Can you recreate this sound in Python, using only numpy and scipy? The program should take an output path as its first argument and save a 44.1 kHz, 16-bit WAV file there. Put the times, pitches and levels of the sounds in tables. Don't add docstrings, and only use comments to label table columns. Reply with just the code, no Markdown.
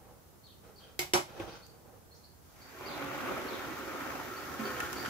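import sys
import numpy as np
from scipy import signal
from scipy.fft import rfft, irfft, next_fast_len
from scipy.io import wavfile
from scipy.ndimage import map_coordinates

SR = 44100
rng = np.random.default_rng(int(sys.argv[2]) if len(sys.argv) > 2 else 0)


def transcribe(u):
    v = np.clip(np.atleast_2d(u).T, -1, 1)
    q = np.round(v * 32767).astype(np.int16)
    wavfile.write(sys.argv[1], SR, q)


N = 224468

# time_s, effort_db
EFFORT = [(2.45, -73.5), (2.6, -61), (2.74, -53.5), (2.86, -45), (3.12, -41.5), (3.32, -39.5),
          (3.43, -41.5), (3.75, -42), (3.92, -43), (4.05, -41.0), (4.22, -43), (4.3, -44), (4.56, -44),
          (4.62, -40.5), (4.82, -38.5), (4.9, -42), (5.09, -40)]
# shaft_multiple, level_db
HUM_ORDERS = [(7, -1.5), (8, -4.5), (9, -0.5), (10, -4), (13, 0)]
# time_s, centre_hz, level_re_gears_db
GEAR_RASP = [(2.7, 1102, -18), (3.0, 1100, -12), (3.3, 1202, -4.5), (3.7, 1310, -7.5), (4.05, 1340, -5),
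             (4.45, 1335, -4), (4.8, 1385, -6.5), (5.09, 1370, -6.5)]
# time_s, centre_hz, level_db
BOARD_DRONE = [(2.72, 370, -71), (2.83, 368, -52.5), (3.18, 372, -57.5), (3.32, 385, -42), (3.43, 390, -53),
               (3.54, 385, -42), (3.68, 360, -55.5), (3.9, 380, -51), (4.08, 365, -55), (4.33, 362, -51),
               (4.5, 370, -68)]
# time_s, level_db
BOARD_CLATTER = [(2.74, -75), (2.88, -54), (3.0, -53), (3.1, -56), (3.25, -45), (3.5, -60), (3.95, -60),
                 (4.04, -48), (4.23, -46.5), (4.27, -58), (4.72, -63.5), (4.82, -45.5), (4.92, -67),
                 (5.09, -52.5)]
# freq_hz, density_db
GEAR_SPECTRUM = [(350, -12.5), (560, -12), (720, -3), (800, -5), (880, 2), (970, -6), (1070, 3.5),
                 (1200, -0.5), (1350, 2.5), (1550, -0.5), (1750, -3), (1880, -3), (2020, -7.5),
                 (2250, -4.5), (2600, -9), (3000, -10.5), (3800, -16.5), (6000, -29), (8500, -28.5)]
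WHIRR_SPECTRUM = [(500, -9), (1000, -1), (1700, 14), (2300, 12), (3000, 2), (5000, -42), (9000, -45)]
FAR_BOARD_SPECTRUM = [(25, -48.5), (50, -5), (70, -7.5), (95, -7.5), (130, -2), (180, -12.5), (215, -2.5),
                      (275, 2.5), (400, -7.5), (455, -6), (525, 0), (630, -4.5), (730, -5.5), (850, -15.5),
                      (1300, -15), (3000, -76)]
NEAR_BOARD_SPECTRUM = [(25, -45.5), (50, -14), (70, 3), (95, -3), (130, -1.5), (180, -7), (230, -1),
                       (320, -0.5), (400, -1.5), (460, -3), (525, -6), (620, -7.5), (700, -6), (850, -20),
                       (1300, -28), (3000, -78.5)]
CLATTER_SPECTRUM = [(250, -15), (480, -4), (580, 0.5), (780, 6), (1000, 0), (1300, -1), (3000, -45)]
WHEEL_SPECTRUM = [(1800, -48), (3200, -2.5), (4500, 0.5), (5400, 1), (6200, 1.5), (7500, -3.5), (8700, -13),
                  (10000, -7.5), (11500, -2.5), (14800, -2), (15800, -2.5)]
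# start_s, level_db, pitch_hz, rise_s, t60_s, boom_re_mode_db, thwack_db
BUMPS = [(1.3985, -25.5, 335, .002, .065, -11, -37), (3.45, -37, 255, .012, .2, -4, -58),
         (3.5, -30.5, 375, .016, .255, -6, -56.5), (3.99, -39, 282, .02, .35, -5, -60),
         (4.592, -31, 222, .011, .27, -4, -58), (4.645, -33.5, 400, .012, .24, -4.5, -57)]
# start_s, crack_db, clack_db, ping_db
TICKS = [(1.084, -60, -58, -70), (1.665, -49, -65.5, -75), (3.0223, -60, -33, -50), (3.1855, -56, -35, -52),
         (3.204, -56, -34.5, -54), (4.027, -60, -45, -60), (4.073, -58, -37, -53), (4.6761, -52, -40, -52),
         (4.8024, -33.5, -28.5, -40), (4.847, -56, -36, -56), (4.9296, -34.5, -37, -52.5),
         (5.048, -49, -31, -52), (5.0592, -41, -31.5, -53)]
# start_s, snap_db, knock_db, ring_db, top_treble_db
THROWS = [(0.9913, -28.5, -36, -33.5, 8.5), (1.135, -23.5, -22, -23.5, -8)]
# freq_hz, over_db, back_db, t60_s
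SWITCH_MODES = [(136.2, -14, -16.5, 0.31), (361.4, 1.5, 0, 0.21), (554.5, -25, -6, 0.21),
                (696, -20, -24, 0.12), (767, -10, -13, 0.31), (951, -21, 0.5, 0.15), (1240, -18, -11, 0.18),
                (1527, -13, -12, 0.13), (2160, 3.5, -5, 0.16), (2320, -14, -10, 0.12),
                (2560, -14, -22, 0.154), (2990, -10, -11, 0.24), (4340, -7, -10, .12),
                (4900, -2, -25, 0.097), (5800, -11, -3, 0.14), (5700, -19, -11, .13)]
# start_s, hold_s, rub_db, scrape_db
STROKES = [(-.03, 0.15, -58, -80.5), (0.159, 0.18, -71, -85), (0.629, 0.067, -57, -66),
           (0.786, 0.105, -62, -62.5), (1.275, 0.14, -52, -58), (1.357, 0.01, -46, -55),
           (1.39, 0.035, -41, -51), (1.463, 0.088, -56.5, -52.5), (1.656, 0.14, -60.5, -78),
           (1.846, 0.11, -57.5, -80), (2.08, 0.11, -68, -87.5)]
# freq_hz, density_db
SNAP_SPECTRUM = [(700, -7), (1300, -15), (1900, -6.5), (2150, 2.5), (2700, -5), (3300, -4), (4600, -4),
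                 (5700, -3.5), (6500, -7.5), (7500, -3.5), (8900, -16.5), (11000, -6.5), (12500, -12.5),
                 (15000, -21), (15800, -29)]
KNOCK_SPECTRUM = [(40, -40.5), (70, -14), (140, -10.5), (220, -13), (290, -13), (360, 0), (450, -32),
                  (560, -5.5), (740, -3.5), (1000, -4.5), (1170, -7), (1500, -10), (3000, -28.5)]
RUB_SPECTRUM = [(80, 7), (160, -3), (330, 3), (600, 4.5), (1000, -3.5), (1400, -8), (2200, -14),
                (4000, -29.5)]
SCRAPE_SPECTRUM = [(900, -4), (1400, 4), (1800, -6), (2400, -4.5), (3300, -3.5), (4200, -9), (6000, -8),
                   (8000, -27), (15000, -29)]
ROOM_SPECTRUM = [(20, -29), (50, -2), (85, 1.5), (130, -0.5), (190, -6), (350, -8.5), (650, -11.5),
                 (1200, -16), (2400, -25.5), (3600, -26), (6000, -24), (8500, -26), (15000, -23)]
# start_s, pitch_hz, level_db, stretch_ratio, turn_ratio, turn_db, scoop_ratio
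CHEEPS = [(.434, 4440, -54.5, .872, .886, -4, .03), (.757, 4680, -54, .836, .7, 0, .05),
          (2.849, 4750, -45, .993, .89, -1.5, .09), (3.465, 4450, -49, .9, .93, 3.5, .15)]
# offset_s, pitch_weight, turn_weight, level_db
CHEEP_SHAPE = [(0, 1, 0, -8), (.009, 1, 0, 0), (.032, 0.994, 0, 1), (.042, .87, 0, 1.5),
               (.056, .66, 0, -18), (.074, .33, .5, 1), (.089, 0, 1, 0.5), (.099, .5, .25, -1),
               (.114, .66, 0, -9.5)]
# start_s, pitch_hz, rise_ratio, level_db, rasp_ratio
CHIPS = [(1.503, 4680, 0.226, -56, .05), (1.62, 4610, .17, -56, 0.015), (2.106, 4310, 0.12, -61, .015),
         (2.142, 5360, 0.117, -58, 0.138), (2.231, 4370, 0.088, -58, 0.03), (2.608, 4600, .02, -53.5, 0.01),
         (4.36, 4640, 0.13, -51.5, 0.017), (4.645, 4550, .015, -45, .012), (4.96, 4610, .08, -45, 0.018),
         (4.988, 4620, .04, -47, 0.023)]
# freq_hz, correlation
COHERENCE = [(60, 0), (150, 0.76), (330, 0.56), (700, 0.52), (1300, 0.33), (2400, 0.19), (5000, 0.02)]
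SWITCH_COHERENCE = [(100, 0.38), (380, 0.79), (700, 0.13), (1300, -0.29), (3000, 0.061)]
# freq_hz, left_minus_right_db
BALANCE = [(60, -3), (110, -2.5), (200, -5), (380, -4), (700, 0), (1290, -1.5), (2380, 1.5), (4400, 1),
           (8120, -2.5), (15000, 0.5)]
SWITCH_BALANCE = [(60, -8), (200, -4), (380, -5.5), (700, -2.5), (1300, -0.5), (2400, 1), (4400, 0),
                  (8100, -4), (15000, -3)]

BOARD_PAN_DB = [[-2.2], [1.8]]
DIRECT_SHARE = 0.3


def locomotive(cruise_db=-42.5, cruise_turns_per_s=41.3, slowing_per_db=0.02, approach_s=(3.06, 4.94)):
    effort_db = curves(EFFORT)[0] - cruise_db
    near = np.interp(clock(), approach_s, [0, 1])
    turns_per_s = cruise_turns_per_s * np.exp(-slowing_per_db * effort_db)
    turns = np.cumsum(turns_per_s * (1 + .008 * wobble(14))) / SR
    teeth = tooth_contacts(turns)
    rattle = gears(teeth, near, level_db=-43.5 + 0.966 * effort_db - 0.2 * near)
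    rumble = baseboard(teeth, level_db=-44.5 + 1.2 * effort_db - 4.5 * near)
    hiss = wheels(teeth, level_db=-52.5 + 0.51 * effort_db + 3.4 * near)
    hum = motor(turns, level_db=-53 + effort_db - 3.5 * near)
    left_lead = lambda hz: np.exp(np.outer([1j, -1j], np.pi * hz * 6e-5))
    return filtered(gate(EFFORT) * (churn(rattle + rumble) + hiss + hum), left_lead)


def tooth_contacts(turns, per_turn=6, jitter_s=0.00054, spread_db=4.5, t60_s=0.028):
    due = np.flatnonzero(np.diff(np.floor(turns * per_turn)))
    late, force = rng.standard_normal((len(due), 2)).T
    hits = np.clip(due + late * jitter_s * SR, 0, N - 1).astype(int)
    impulses = unit(np.bincount(hits, amp(spread_db * np.clip(force, -2, 2)), N))
    decay = amp(-60 * np.arange(SR // 4) / SR / t60_s)
    power = signal.fftconvolve(impulses ** 2, decay ** 2)[:N]
    return unit(np.sqrt(np.abs(power)))


def chatter(teeth, share=DIRECT_SHARE):
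    return noise() * np.sqrt(np.abs(share * teeth ** 2 + 1 - share))


def gears(teeth, near, level_db, whirr_db=-6.5, whirr_start_s=2.56, flutter_db=1.5):
    far_rattle, near_rattle = (walls(chatter(teeth), wet_db=-5.5, t60_s=0.069) for _ in range(2))
    rattle = np.sqrt(1 - near) * far_rattle + np.sqrt(near) * near_rattle
    out = amp(level_db + 0.19 * wobble(22.4)) * coloured(rattle, GEAR_SPECTRUM)
    whirr_gain = amp(level_db + whirr_db) * (clock() > whirr_start_s) * (1 - near)
    out += whirr_gain * coloured(chatter(teeth), WHIRR_SPECTRUM)
    centre_hz, rasp_db = curves(GEAR_RASP)
    bite = amp(flutter_db * wobble(35)) * np.sqrt(DIRECT_SHARE * teeth ** 2 + 1 - DIRECT_SHARE)
    return out + amp(level_db + rasp_db) * unit(bite * resonance(centre_hz, width_hz=260))


def baseboard(teeth, level_db, crossover_s=(4.4, 4.7), uneven_db=1.23):
    near = np.interp(clock(), crossover_s, [0, 1])
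    wood = np.sqrt(1 - near) * coloured(chatter(teeth), FAR_BOARD_SPECTRUM)
    wood += np.sqrt(near) * coloured(chatter(teeth), NEAR_BOARD_SPECTRUM)
    rumble = amp(level_db + uneven_db * wobble(12)) * wood
    drone_hz, drone_db = curves(BOARD_DRONE)
    drone = gate(BOARD_DRONE) * amp(drone_db) * resonance(drone_hz, width_hz=70) * amp(BOARD_PAN_DB)
    clatter_gain = gate(BOARD_CLATTER) * amp(curves(BOARD_CLATTER)[0])
    return rumble + drone + clatter_gain * coloured(noise() * teeth, CLATTER_SPECTRUM)


def wheels(teeth, level_db):
    return amp(level_db) * coloured(chatter(teeth, share=0.27), WHEEL_SPECTRUM)


def motor(turns, level_db, waver_db=4):
    tones = sum(amp(db + waver_db * wobble(7)) * np.sin(2 * np.pi * order * turns + 1.6 * wobble(14))
                for order, db in HUM_ORDERS)
    return amp(level_db) * tones * amp(BOARD_PAN_DB)


def bumps():
    out = np.zeros((2, N))
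    thwack_spectrum = [(200, -6), (600, -4), (1400, -12), (3200, -14), (4500, -28), (12000, -35)]
    for start_s, db, hz, rise_s, t60_s, boom_db, thwack_db in BUMPS:
        mode = np.sin(2 * np.pi * hz * (clock() - start_s)) * amp(BOARD_PAN_DB)
        boom_spectrum = [(hz / 4, -26), (hz * .65, -7), (hz, 0), (hz * 2, -10), (hz * 4, -22),
                         (hz * 20, -60)]
        boom = amp(boom_db) * coloured(noise(), boom_spectrum)
        out += amp(db) * blow(start_s, rise_s, t60_s) * (mode + boom)
        contact = blow(start_s, 0.00037, 0.034) + amp(-9) * blow(start_s, 0.002, 0.19)
        out += amp(thwack_db) * contact * coloured(noise(), thwack_spectrum)
    return out


def ticks(ping_hz=2670):
    crack, clack, ping = np.zeros((3, N))
    for start_s, crack_db, clack_db, ping_db in TICKS:
        crack += amp(crack_db) * (blow(start_s, 0.000185, 0.014) + amp(-19) * blow(start_s, 0.00234, 0.6))
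        clack += amp(clack_db) * blow(start_s, 0.00089, 0.043)
        ping += amp(ping_db) * blow(start_s, 0.00092, 0.05)
    crack_spectrum = [(400, -24), (1500, -3), (3500, -0.5), (6500, 8.5), (9000, -1), (12000, 2.5),
                      (15000, -8)]
    clack_spectrum = [(300, -20), (800, -9), (1500, 3.5), (2000, -4), (4000, -15), (9000, -43)]
    out = crack * coloured(noise(), crack_spectrum) + clack * coloured(noise(), clack_spectrum)
    return out + ping * np.sin(2 * np.pi * (ping_hz * clock() + rng.random((2, 1))))


def point_switch():
    out = np.zeros((2, N))
    for throw, (start_s, snap_db, knock_db, ring_db, top_db) in enumerate(THROWS):
        out += amp(snap_db) * steel_snap(start_s, top_db)
        knock = coloured(noise(), KNOCK_SPECTRUM, SWITCH_COHERENCE, SWITCH_BALANCE)
        out += amp(knock_db + 4) * blow(start_s, 0.023, 0.21) * knock
        out += amp(ring_db) * panel_ring(start_s, throw)
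    return out


def steel_snap(start_s, top_db, treble_hz=6500, dulling_db_per_s=45):
    scrape = amp(-31.5) * blow(start_s - .0015, .0005, .02)
    crack = amp(7) * blow(start_s, 0.00073, 0.023)
    tail = amp(-2.5) * blow(start_s, 0.0077, 0.27)
    steel = filtered(noise(), lambda hz: amp(log_interp([(11000, 0), (13500, top_db)], hz)))
    burst = (scrape + crack + tail) * coloured(steel, SNAP_SPECTRUM, SWITCH_COHERENCE, SWITCH_BALANCE)
    treble = filtered(burst, lambda hz: hz ** 4 / (hz ** 4 + treble_hz ** 4))
    return burst + treble * (amp(0.5 - dulling_db_per_s * since(start_s)) - 1)


def panel_ring(start_s, throw, blur_rad=0.4):
    out = np.zeros((2, N))
    for hz, *throw_db, t60_s in SWITCH_MODES:
        phase = 2 * np.pi * (rng.random() + rng.normal(0, 1, (2, 1)) * (hz / 1800) ** 2)
        blur = blur_rad * wobble(70) * np.minimum(since(start_s) / .03, 2)
        pan = amp(log_interp(SWITCH_BALANCE, hz) * np.array([[.5], [-.5]]))
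        envelope = amp(throw_db[throw] + rng.normal(0, 1)) * blow(start_s, .004, t60_s)
        out += pan * envelope * np.sin(2 * np.pi * hz * clock() + phase + blur)
    return out


def hand(attack_s=0.0089, t60_s=0.51):
    rub_power, scrape_power = np.zeros((2, N))
    for start_s, hold_s, rub_db, scrape_db in STROKES:
        attack = 1 - np.exp(-since(start_s) / attack_s)
        stroke = attack * amp(-60 * since(start_s + hold_s) / t60_s)
        rub_power += (amp(rub_db) * stroke) ** 2
        scrape_power += (amp(scrape_db) * stroke) ** 2
    grip = unit(amp(0.87 * wobble(69.75)))
    rub, scrape = (coloured(walls(noise(), wet_db=1, t60_s=0.14), spectrum)
                   for spectrum in (RUB_SPECTRUM, SCRAPE_SPECTRUM))
    return grip * (np.sqrt(rub_power) * rub + np.sqrt(scrape_power) * scrape)


def sparrows(direct_db=-8.5, wet_db=-3.5, husk_ratio=0.05, husk_db=-9, flutter_db=3):
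    whistle, husk = np.zeros((2, N))
    quaver, scatter, flutter = wobble(900), wobble(1100), amp(flutter_db * wobble(220))
    for hz, envelope, rasp in (*cheeps(), *chips()):
        whistle += envelope * flutter * np.sin(phase_rad(hz * (1 + rasp * quaver)))
        husk += envelope * np.sin(phase_rad(hz * (1 + (rasp + husk_ratio) * scatter)))
    out = amp(direct_db) * whistle + amp(wet_db) * echoes(whistle, t60_s=0.44)
    return out + amp(husk_db) * echoes(husk, t60_s=0.25)


def cheeps(scoop_s=0.00927, rasp=0.02):
    offset_s, pitch_weight, turn_weight, shape_db = np.transpose(CHEEP_SHAPE)
    second_turn = np.interp(offset_s, offset_s[[3, 5]], [0, 1])
    for start_s, hz, db, stretch, turn, turn_db, scoop in CHEEPS:
        times_s = start_s + stretch * offset_s
        swoop = 1 - scoop * np.exp(-since(start_s) / scoop_s)
        pitch_hz = swoop * np.interp(clock(), times_s, hz * (pitch_weight + turn * turn_weight))
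        gains = amp(db + shape_db + turn_db * second_turn)
        yield pitch_hz, np.interp(clock(), times_s, gains, left=0, right=0), rasp


def chips(base_s=0.027, slide_s=0.06):
    for start_s, hz, rise, db, rasp in CHIPS:
        progress = np.minimum(since(start_s) / (base_s + slide_s * rise), 1)
        envelope = amp(db) * np.sqrt(2 * np.abs(np.sin(np.pi * progress)))
        yield hz * (1 + rise * (progress - .5)), envelope, rasp


def room(level_db=-57.5):
    coherence = [(60, 0.54), (350, 0.19), (700, 0.11), (1400, 0)]
    return amp(level_db + 0.07 * wobble(4.6)) * coloured(noise(), ROOM_SPECTRUM, coherence)


def walls(pair, wet_db, t60_s):
    return unit(pair + amp(wet_db) * np.array([echoes(x, t60_s)[0] for x in pair]))


def echoes(x, t60_s):
    t = np.arange(SR // 2) / SR
    tail = rng.standard_normal((2, len(t))) * amp(-60 * t / t60_s)
    return signal.fftconvolve(x[None], tail / np.linalg.norm(tail[0]), axes=1)[:, :N]


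def churn(x, depth_db=1.2):
    bands = signal.stft(x, nperseg=512)[2]
    smoothing = np.outer(np.hanning(9), np.hanning(11))
    swell = signal.convolve2d(rng.standard_normal(bands.shape[1:]), smoothing, "same")
    return signal.istft(bands * amp(depth_db * unit(swell)), nperseg=512)[1][:, :N]


def resonance(centre_hz, width_hz):
    phase = phase_rad(centre_hz * (1 + .02 * wobble(18)))
    band = lambda: wobble(width_hz) * np.sin(phase) + wobble(width_hz) * np.cos(phase)
    return unit(band() + 0.61 * np.array([band(), band()]))


def coloured(pair, spectrum, coherence=COHERENCE, balance=BALANCE):
    def mid_side(hz):
        angle = np.arccos(np.clip(log_interp(coherence, hz), -1, 1)) / 2
        return amp(log_interp(spectrum, hz)) * [np.cos(angle), np.sin(angle)]
    mid, side = filtered(pair, mid_side)
    pan = lambda hz: amp(np.outer([.5, -.5], log_interp(balance, hz)))
    return unit(filtered(np.array([mid + side, mid - side]), pan))


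def filtered(x, response):
    size = next_fast_len(N + 8192)
    return irfft(rfft(x, size) * response(np.fft.rfftfreq(size, 1 / SR)), size)[..., :N]


def blow(start_s, attack_s, t60_s):
    t = since(start_s)
    return (1 - np.exp(-t / attack_s)) * amp(-60 * np.minimum(t / t60_s, 2))


def gate(rows, fade_s=0.04):
    return np.clip(np.minimum(clock() - rows[0][0], rows[-1][0] - clock()) / fade_s + 1, 0, 1)


def curves(rows):
    times_s, *columns = np.transpose(rows)
    return [np.interp(clock(), times_s, column) for column in columns]


def log_interp(points, hz):
    knots_hz, values = np.transpose(points)
    return np.interp(np.log(hz + 1), np.log(knots_hz + 1), values)


def wobble(knots_per_s):
    return map_coordinates(rng.standard_normal(int(N * knots_per_s / SR) + 4), [clock() * knots_per_s])


def noise():
    return rng.standard_normal((2, N))


def phase_rad(hz):
    return 2 * np.pi * np.cumsum(hz) / SR


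def amp(db):
    return 10 ** (np.asarray(db) / 20)


def unit(x):
    return x / np.sqrt(np.mean(x ** 2) + 1e-20)


def clock():
    return np.arange(N) / SR


def since(start_s):
    return np.maximum(clock() - start_s, 0)


def scene():
    return point_switch() + bumps() + ticks() + hand() + locomotive() + sparrows() + room()


def record(dry, low_cut_hz=32, top_hz=15650):
    return filtered(dry, lambda hz: (hz < top_hz) * hz ** 3 / np.sqrt(hz ** 6 + low_cut_hz ** 6))


dry = scene()
out = record(dry)
transcribe(out)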